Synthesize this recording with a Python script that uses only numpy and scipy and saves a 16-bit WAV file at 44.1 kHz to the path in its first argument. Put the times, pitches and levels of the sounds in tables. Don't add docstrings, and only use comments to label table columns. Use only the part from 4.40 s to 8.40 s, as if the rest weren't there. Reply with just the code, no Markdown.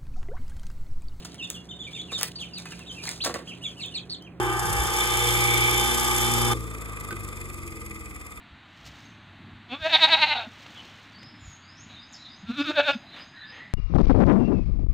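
import sys
import numpy as np
from scipy import signal
from scipy.fft import rfft, irfft, next_fast_len
from scipy.io import wavfile

SR = 44100
rng = np.random.default_rng(int(sys.argv[2]) if len(sys.argv) > 2 else 0)


def rack_gain(trim_db):
    fader = np.asarray(trim_db, float)
    return 10 ** (fader / 20)


def transcribe(u):
    v = np.clip(np.atleast_2d(u).T, -1, 1)
    q = np.round(v * 32767).astype(np.int16)
    wavfile.write(sys.argv[1], SR, q)


N = 176400
T = np.arange(N) / SR
SIZE = next_fast_len(N + 8192)
HZ = np.maximum(np.arange(SIZE // 2 + 1) * SR / SIZE, 1)

# (time [s], speed [turns per s])
COAST_SPEED = [(2.2, 28.75), (2.36, 27.55), (2.44, 27.0), (2.74, 25.15), (3.2, 22.45), (3.87, 18.72),
               (4.0, 18.07)]
# (multiple of mains [1], level [dB], left-right [dB], left leads [rad])
MAINS_TONES = [(2.0, -34, 0, 1.4), (4.0, -38, 4, -2.9), (6.0, -37, -7, -0.6), (6.5, -50, 5, 0.2),
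               (7.0, -48, 2, 1.3), (8.0, -45, -4, 0.7), (10.0, -47, 2, 2.7), (12.0, -53, -4, -0.7),
               (12.5, -52, -2, 0.1), (13.5, -36, -2, 0.4), (14.0, -45, -1, 0.5), (14.5, -37, 0, 1.1),
               (16.0, -52, 2, 0.6), (17.5, -46, 2, 0.4), (20.0, -43, 3, 0.7), (20.5, -43, 0, 0.9),
               (25.5, -54, -1, 0.4), (26.0, -52, 2, 0.6), (33.5, -49, 1, -2.9), (34.5, -50, -1, -2.8),
               (35.5, -49, 0, -3.1), (37.5, -46, 2, -2.4), (38.0, -40, -1, -2.9), (38.5, -43, -1, -2.6),
               (39.0, -47, 3, -3.0), (54.5, -52, -5, -0.8), (58.0, -42, 0, 0.7), (58.5, -42, 1, 0.8),
               (60.0, -50, 8, 0.8)]
# (time [s], extra left lead [rad])
FOURTH_LEAD = [(0, -0.52), (1.2, 0.023), (1.5, 0.3), (1.8, 0.55), (1.95, 1.8), (2.2, 1.3)]
# (multiple of plate speed [1], plus multiple of twice mains [1], level [dB],
# left-right [dB], left leads [rad])
SLOT_TONES = [(48, 0, -59, -2, 1.2), (48, 1, -48, 0, -0.3), (48, 2, -44, 5, -1.9), (48, 3, -53, -1, -0.3),
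              (96, -1, -58, 0, 0.3), (96, 0, -56, 5, -0.2), (96, 1, -50, 1, -0.7), (96, 2, -38, -3, 1.0),
              (96, 3, -48, -2, 0.4), (96, 4, -56, -4, -0.5)]
# (multiple of plate speed [1], level [dB], left-right [dB], left leads [rad])
TURNING_TONES = [(2, -37, 2, 0.2), (3, -58, 0, 1.0), (4, -40, 3, 1.0), (6, -47, 2, 2.0), (7, -52, 0, 2.6),
                 (8, -52, 13, -3.0), (11, -48, 1, -0.7), (16, -53, 2, 0.4), (18, -55, -3, -1.3),
                 (29, -53, 1, 1.2), (36, -53, 4, -1.0), (38, -43, 5, 2.0), (40, -53, -3, 0.2),
                 (42, -46, 3, 1.1), (5, -60, 0, 1), (9, -59, 0, 1), (10, -58, 0, 0), (12, -61, 0, 0),
                 (13, -64, 0, 0), (15, -60, 0, 0)]
# (multiple of plate speed [1], level [dB])
FREE_TONES = [(5, -59), (6, -45), (7, -68), (8, -58), (9, -61), (10, -55.5), (11, -61), (12, -64.5),
              (13, -58.5), (15, -56.5), (16, -55)]
# (frequency [Hz], gain [dB])
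CASING_GAIN = [(35, -23), (45, -7), (58, -1.5), (68, -2), (80, -5), (95, -1.5), (120, -2.5), (165, 0),
               (205, 4), (260, -1), (330, 5.5), (400, -6.5), (600, -4)]
# (frequency [Hz], width [Hz], rattle level [dB], scrape level [dB])
CHAMBER_MODES = [(337, 34, -62, -66.5), (455.7, 66, -66, -67), (854, 50, -69.5, -124.5),
                 (1210, 99, -56, -71.5), (1546, 74, -76, -87), (2045, 138, -58, -73),
                 (2280, 93, -53.5, -76), (2485, 114, -77, -74), (3185, 130, -59.5, -95),
                 (3544, 71, -53.5, -83), (4086, 95, -68, -97), (4943, 246, -65.5, -88.5),
                 (5720, 430, -66.5, -96), (7274, 400, -67.5, -86), (8120, 320, -64.5, -82),
                 (8620, 195, -60.5, -83.5), (9860, 184, -63.5, -81), (10620, 400, -64, -86.5),
                 (11550, 390, -67, -91.5), (12740, 430, -71, -96)]
# (frequency [Hz], rattle level [dB], scrape level [dB])
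BROAD_NOISE = [(30, -63, -80.5), (58.6, -77, -63), (130, -73, -73), (242, -77, -77), (650, -73.5, -95.5),
               (1050, -69, -86), (1520, -70, -94), (2690, -65, -90.5), (4070, -79.5, -99),
               (6160, -70.5, -95), (8740, -72, -94), (12400, -82, -98), (13600, -85, -103),
               (16100, -85.5, -104)]
# (time [s], relative level [dB])
IMPELLER_SLAPS = [(0.126, -8), (0.194, -3), (0.2558, -10), (0.2944, -13), (0.3277, -6), (0.456, -13),
                  (0.564, -11), (0.792, -13), (0.8883, -9), (1.238, -18), (1.3975, -11), (1.539, -15),
                  (1.597, -7), (1.7628, -10), (1.938, -4.5)]
# (angle [turns], width [turns], lift [dB])
TREBLE_TICKS = [(0.893, 0.059, 11.5), (0.6, 0.065, 6.5), (0.703, 0.053, 4.5)]
# (time [s], peak level [dB])
CASING_THUMPS = [(.003, -22), (.0344, -24.5), (.0675, -23.5), (.1014, -24), (.131, -28.5), (.167, -24.5),
                 (.201, -38), (0.268, -32)]
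# (time [s], level of its high modes [dB], level of its low modes [dB])
PLUG_KNOCKS = [(2.7075, -23, -36), (2.721, -33, -21), (2.745, -37, -29)]
# (frequency [Hz], relative level [dB], 60 dB decay [s])
PLUG_MODES = [(208, -12, .08), (339, -12, 0.2), (1250, -10, 0.05), (1520, -7, 0.085), (2500, -16, 0.05),
              (3530, -14, 0.03)]
# (time [s], level [dB], frequency [Hz], 60 dB decay [s])
CASING_JOLT = [(2.15, -33, 325, .3), (2.15, -34, 425, .2)]
# (time [s], level [dB], frequency [Hz], 60 dB decay [s])
HAND_BUMPS = [(0.252, -23, 130, 0.056), (0.301, -22, 117.4, 0.22), (0.347, -27, 122, 0.045),
              (0.391, -18, 63, 0.11), (0.452, -23.5, 102, 0.054)]
# (time [s], casing lows [dB], mids [dB], chamber ring [dB], treble [dB])
PHONE_PLACE = [(0, -3, 1, -8, -11), (.1, -4.5, 0.5, -6.5, -13.5), (.2, -5, 0.5, -10.5, -8),
               (.33, 1.5, 0, -6.5, -4), (.5, -1.5, 0, -5, -2.5), (.62, -1, 0, -0.5, -1),
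               (.9, -0.5, 0, 0.5, 0.5), (1.25, 0.5, 0, 1.5, 0), (1.6, -0.5, -0.5, -1.5, 0.5),
               (1.9, 0, 0, -1, 1), (2.1, 2, 1, -3, -0.5), (2.5, -2, 8.5, 3, 0), (3.0, -1.5, 5.5, 2.5, 2),
               (3.5, -2, 3, 2, 1), (4, -7, 5, 1.5, -1)]
# (from [Hz], to [Hz], centre [s], width [s], gain [dB])
RANGE_SWELLS = [(230, 250, 0.63, 0.43, -9.5), (350, 370, 0.42, 0.094, -8.5), (470, 490, .85, 0.19, 7.5),
                (470, 490, 0.6, 0.23, -5), (1500, 1800, 0.25, 0.14, 3), (2150, 2400, 1.15, 0.14, 8),
                (2150, 2400, -0.5, 0.25, -2), (2400, 3350, -0.2, 0.17, 4), (2730, 2745, 0.25, .22, 14),
                (3300, 4300, 0, 0.22, -8), (4300, 9000, 0, 0.18, 1.5), (1900, 2130, 3.7, 0.25, 4.5),
                (3350, 4300, 3.5, .3, -3.5)]
# (frequency [Hz], left leads [rad], likeness [0-1], left-right [dB])
PORT_PAIR = [(60, .3, .95, 1), (300, .3, .9, -1), (1300, .7, .9, 1), (2000, 3.1, .85, 0),
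             (2900, 3.3, .75, 0), (3300, 6.3, .85, 0), (4500, 6.3, .6, 1), (5200, 9.4, .55, 1),
             (6900, 6.3, .9, 0), (9100, 3.14, .95, 0), (11400, 0, .95, 0), (13600, -3.14, .75, 0),
             (15800, -6.3, .7, 0)]
RING_EDGES_HZ = [2150, 2400, 3350]

MAINS_HZ, RUN_TURNS_PER_S = 60, 29.754
POWER_OFF_S, CURRENT_DIES_S, RING_OUT_S = 2.135, 0.00094, 0.12
IN_STEP_S = 1.1
WAVER_DB, WAVER_PER_S, FREE_WAVER_DB = 2.5, 5.84, 1.5
STEADIEST = 0.8
JITTER_TURNS, JITTER_ABOVE_HZ = 0.12, 1900
WOBBLE_DB, WOBBLE_GROWS_S = 17, 0.73
THROB_DB, THROB_UNTIL_S, THROB_FADE_S, THROB_ABOVE_HZ, THROB_BELOW_HZ = 8, 0.3, 0.03, 700, 790
LOW_MID_HZ, MID_RING_HZ, RING_TOP_HZ = 600, 1900, 4300
RATTLE_DEPTH_DB, RATTLE_TURN_DB, RATTLE_AT = 2, 2.0, 0.29
CLACKS_PER_S, CLACK_DB, CLACK_SPREAD_DB = 900, 5, 3.0
SLAP_S, SLAP_DB = 0.0029, 17
SCRAPE_AT, SCRAPE_WIDTH, SCRAPE_DB = 0.95, 0.094, 7.5
TOUCH_AT, TOUCH_WIDTH, TOUCH_DB = 0.8, 0.083, 2.5
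SCRAPE_UNEVEN_DB, TICK_UNEVEN_DB, TICKS_ABOVE_HZ = 1.5, 1.8, 4300
SCRAPE_DB_PER_OCTAVE = 5
PULSED_ABOVE_HZ, LOW_PULSE_SHARE = 1600, 0.35
THUMP_HZ, THUMP_S = 362, 0.0067
SNAP_DB, SNAP_S = -31, 0.006


def at_hz(hz, points, column=1):
    points = np.array(points)
    return np.interp(np.log(hz), np.log(points[:, 0]), points[:, column])


def drift(rate, count=1):
    pole = np.exp(-200 * np.pi * rate / SR)
    noise = rng.standard_normal((count, N // 100 + 502))
    slow = signal.lfilter([1], [1, -2 * pole, pole * pole], noise)[:, 500:]
    return [np.interp(np.arange(N) / 100, np.arange(len(s)), s / s.std()) for s in slow]


def speed():
    rate = np.interp(T, *np.transpose([(POWER_OFF_S, RUN_TURNS_PER_S)] + COAST_SPEED))
    turns = np.cumsum(rate) / SR
    return rate, turns - np.interp(IN_STEP_S, T, turns)


def powered(dies_s):
    return np.exp(-np.maximum(T - POWER_OFF_S, 0) / dies_s)


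def hump(turns, at, width):
    return np.exp(-0.5 * (((turns - at + 0.5) % 1 - 0.5) / width) ** 2)


def split(white, low_gain, high_gain, hz):
    highpass = signal.butter(3, hz, "high", fs=SR, output="sos")
    return white * low_gain + signal.sosfiltfilt(highpass, white * (high_gain - low_gain))


def ring(s, db, hz, t60):
    age = np.maximum(T - s, 0)
    return rack_gain(db - 60 * age / t60) * np.sin(2 * np.pi * hz * age)


def place_db(hz):
    column = 1 + np.searchsorted([LOW_MID_HZ, MID_RING_HZ, RING_TOP_HZ], hz)
    swell = sum(db * np.exp(-0.5 * ((T - s) / width) ** 2)
                for low, high, s, width, db in RANGE_SWELLS if low < hz < high)
    place = np.array(PHONE_PLACE)
    return np.interp(T, place[:, 0], place[:, column]) + swell


def tone(turns, db, pan_db, lead, start):
    angle = 2 * np.pi * (turns + start)
    left = rack_gain(pan_db / 2) * np.cos(angle + lead)
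    right = rack_gain(-pan_db / 2) * np.cos(angle)
    return np.sqrt(2) * rack_gain(db) * np.array([left, right])


def mains_and_slot_tones(waver):
    rate, turns = speed()
    clock = MAINS_HZ * (T - IN_STEP_S)
    end = int((POWER_OFF_S + 0.1) * SR)
    parts = [(k * clock, k * MAINS_HZ, *rest) for k, *rest in MAINS_TONES]
    parts += [(k * turns + 2 * m * clock, k * rate[0] + 2 * m * MAINS_HZ, *rest)
              for k, m, *rest in SLOT_TONES]
    throb = THROB_DB / (1 + np.exp((T - THROB_UNTIL_S) / THROB_FADE_S))
    out = np.zeros((2, N))
    for i, (angle, hz, db, pan_db, lead) in enumerate(parts):
        level = db + place_db(hz) + WAVER_DB * waver[i % 12] * min(hz / 1000, STEADIEST)
        level = level + throb * (hz % MAINS_HZ > 1) * (THROB_ABOVE_HZ < hz < THROB_BELOW_HZ)
        jitters = (JITTER_ABOVE_HZ < hz) * (hz % (MAINS_HZ / 2) < 1)
        angle = angle + JITTER_TURNS * waver[(i + 5) % 12] * jitters
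        lead = lead + (hz == 4 * MAINS_HZ) * np.interp(T[:end], *np.transpose(FOURTH_LEAD))
        start = rng.random() * (hz > 250)
        out[:, :end] += tone(angle[:end], level[:end], pan_db, lead, start)
    return out * powered(CURRENT_DIES_S)


def turning_tones(waver):
    rate, turns = speed()
    coasting = 1 - powered(RING_OUT_S)
    free_levels = dict(FREE_TONES)
    out = np.zeros((2, N))
    for i, (k, db, pan_db, lead) in enumerate(TURNING_TONES):
        free_db = free_levels.get(k, db if k < 5 else db - 24)
        change = coasting * (at_hz(k * rate, CASING_GAIN) + free_db - db)
        wobble = WOBBLE_DB * (k == 3) * (1 - powered(WOBBLE_GROWS_S))
        depth = np.where(T > POWER_OFF_S, FREE_WAVER_DB, WAVER_DB * min(k / 20, 1.5))
        level = db + change + wobble + place_db(k * rate[0]) + waver[i % 12] * depth
        out += tone(k * turns, level, pan_db, lead, rng.random() * (k > 4))
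    return out


def chamber(x, column):
    power = rack_gain(2 * at_hz(HZ, BROAD_NOISE, column=column))
    for row in CHAMBER_MODES:
        hz, width = row[:2]
        detune = (HZ / hz - hz / HZ) * hz / width
        power += rack_gain(2 * row[column + 1]) / (1 + detune ** 2) ** 1.5
    cepstrum = irfft(np.log(power * SR / 2) / 2, SIZE)
    cepstrum[1:SIZE // 2] *= 2
    cepstrum[SIZE // 2 + 1:] = 0
    return rfft(x, SIZE) * np.exp(rfft(cepstrum))


def rattle():
    turns = speed()[1] - RATTLE_AT
    beat = RATTLE_DEPTH_DB * np.cos(4 * np.pi * turns) + RATTLE_TURN_DB * np.cos(2 * np.pi * turns)
    beat = beat + 1.0 * drift(25)[0]
    clack_now = rng.random(N) < CLACKS_PER_S * rack_gain(beat) / SR
    clacks = clack_now * rack_gain(CLACK_DB + CLACK_SPREAD_DB * np.minimum(rng.exponential(1, N), 4))
    slaps = sum(rack_gain(db + SLAP_DB) * np.exp(-np.maximum(T - s, 0) / SLAP_S) * (T >= s)
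                for s, db in IMPELLER_SLAPS)
    white = rng.standard_normal((3, N))
    buzz = split(white, rack_gain(0.12 * beat), 0.79 * (rack_gain(beat) + clacks + slaps), RING_TOP_HZ)
    tail = 0.15 * white * powered(RING_OUT_S) * (T > POWER_OFF_S)
    return chamber(buzz * powered(CURRENT_DIES_S) + tail, column=1)


def scrape():
    rate, turns = speed()
    uneven = rng.standard_normal((200, 5))[(turns + 59.8).astype(int)]
    scrape_db = SCRAPE_DB + SCRAPE_UNEVEN_DB * uneven[:, 0]
    touch_db = TOUCH_DB + SCRAPE_UNEVEN_DB * uneven[:, 1]
    beat = scrape_db * hump(turns, SCRAPE_AT, SCRAPE_WIDTH) + touch_db * hump(turns, TOUCH_AT, TOUCH_WIDTH)
    ticks = sum((db + TICK_UNEVEN_DB * uneven[:, 2 + i]) * hump(turns, at, width)
                for i, (at, width, db) in enumerate(TREBLE_TICKS))
    white = rng.standard_normal((3, N)) * rack_gain(SCRAPE_DB_PER_OCTAVE * np.log2(rate / 23))
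    rub = split(white, rack_gain(LOW_PULSE_SHARE * beat - 2.0), rack_gain(beat - 3), PULSED_ABOVE_HZ)
    treble = split(white, 0, rack_gain(ticks - 3.5) - rack_gain(beat - 3), TICKS_ABOVE_HZ)
    return chamber(rub + treble, column=2)


def thumps():
    envelope = sum(rack_gain(db) * np.exp(-0.5 * ((T - s) / THUMP_S) ** 2) for s, db in CASING_THUMPS)
    return envelope * np.cos(2 * np.pi * THUMP_HZ * T)


def plug_on_tiles():
    plug = np.zeros(N)
    for s, high_db, low_db in PLUG_KNOCKS:
        for hz, mode_db, t60 in PLUG_MODES:
            start = s + rng.uniform(0, 0.00078)
            level = (high_db if hz > 600 else low_db) + mode_db + rng.normal(0, 0.81)
            plug += ring(start, level, hz, t60)
    age = np.maximum(T - PLUG_KNOCKS[0][0], 0)
    band = signal.butter(1, [1000, 9000], "band", fs=SR, output="sos")
    snap = signal.sosfilt(band, rng.standard_normal(N))
    plug += rack_gain(SNAP_DB) * snap * np.exp(-age / SNAP_S) * (age > 0)
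    return np.array([plug, np.roll(plug, -3)])


def jolt_and_handling():
    return sum(ring(*row) for row in HAND_BUMPS + CASING_JOLT)


def ports(spectra):
    hz, lead, alike, pan_db = np.transpose(PORT_PAIR)
    lead, alike, pan_db = (np.interp(HZ, hz, c) for c in (lead, np.clip(alike, 0, 1), pan_db))
    shared = np.array([spectra[0] * np.exp(1j * lead), spectra[0]])
    pair = shared * np.sqrt(alike) + spectra[1:] * np.sqrt(1 - alike)
    pair = pair * rack_gain([pan_db / 2, -pan_db / 2])
    edges = (LOW_MID_HZ, MID_RING_HZ, *RING_EDGES_HZ, RING_TOP_HZ)
    below = [1 / (1 + (HZ / edge) ** 30) for edge in edges]
    ranges = np.diff([0 * HZ, *below, 0 * HZ + 1], axis=0)
    inside_hz = (100, 1000, 2000, 2300, 3000, 3600, 8000)
    return sum(irfft(pair * part, SIZE)[:, :N] * rack_gain(place_db(centre))
               for part, centre in zip(ranges, inside_hz))


def scene():
    waver = drift(WAVER_PER_S, count=12)
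    tones = mains_and_slot_tones(waver) + turning_tones(waver)
    chamber_noise = ports(rattle() + scrape())
    return tones + chamber_noise + thumps() + plug_on_tiles() + jolt_and_handling()


def band_limit(x):
    return signal.sosfilt(signal.butter(12, 17030, fs=SR, output="sos"), x)


def record(dry):
    low_cut = signal.butter(2, 35, "high", fs=SR, output="sos")
    top_cut = signal.cheby2(12, 50, 16300, fs=SR, output="sos")
    mix = signal.sosfilt(np.vstack([low_cut, top_cut]), dry)
    return band_limit(mix)


dry = scene()
out = record(dry)
transcribe(out)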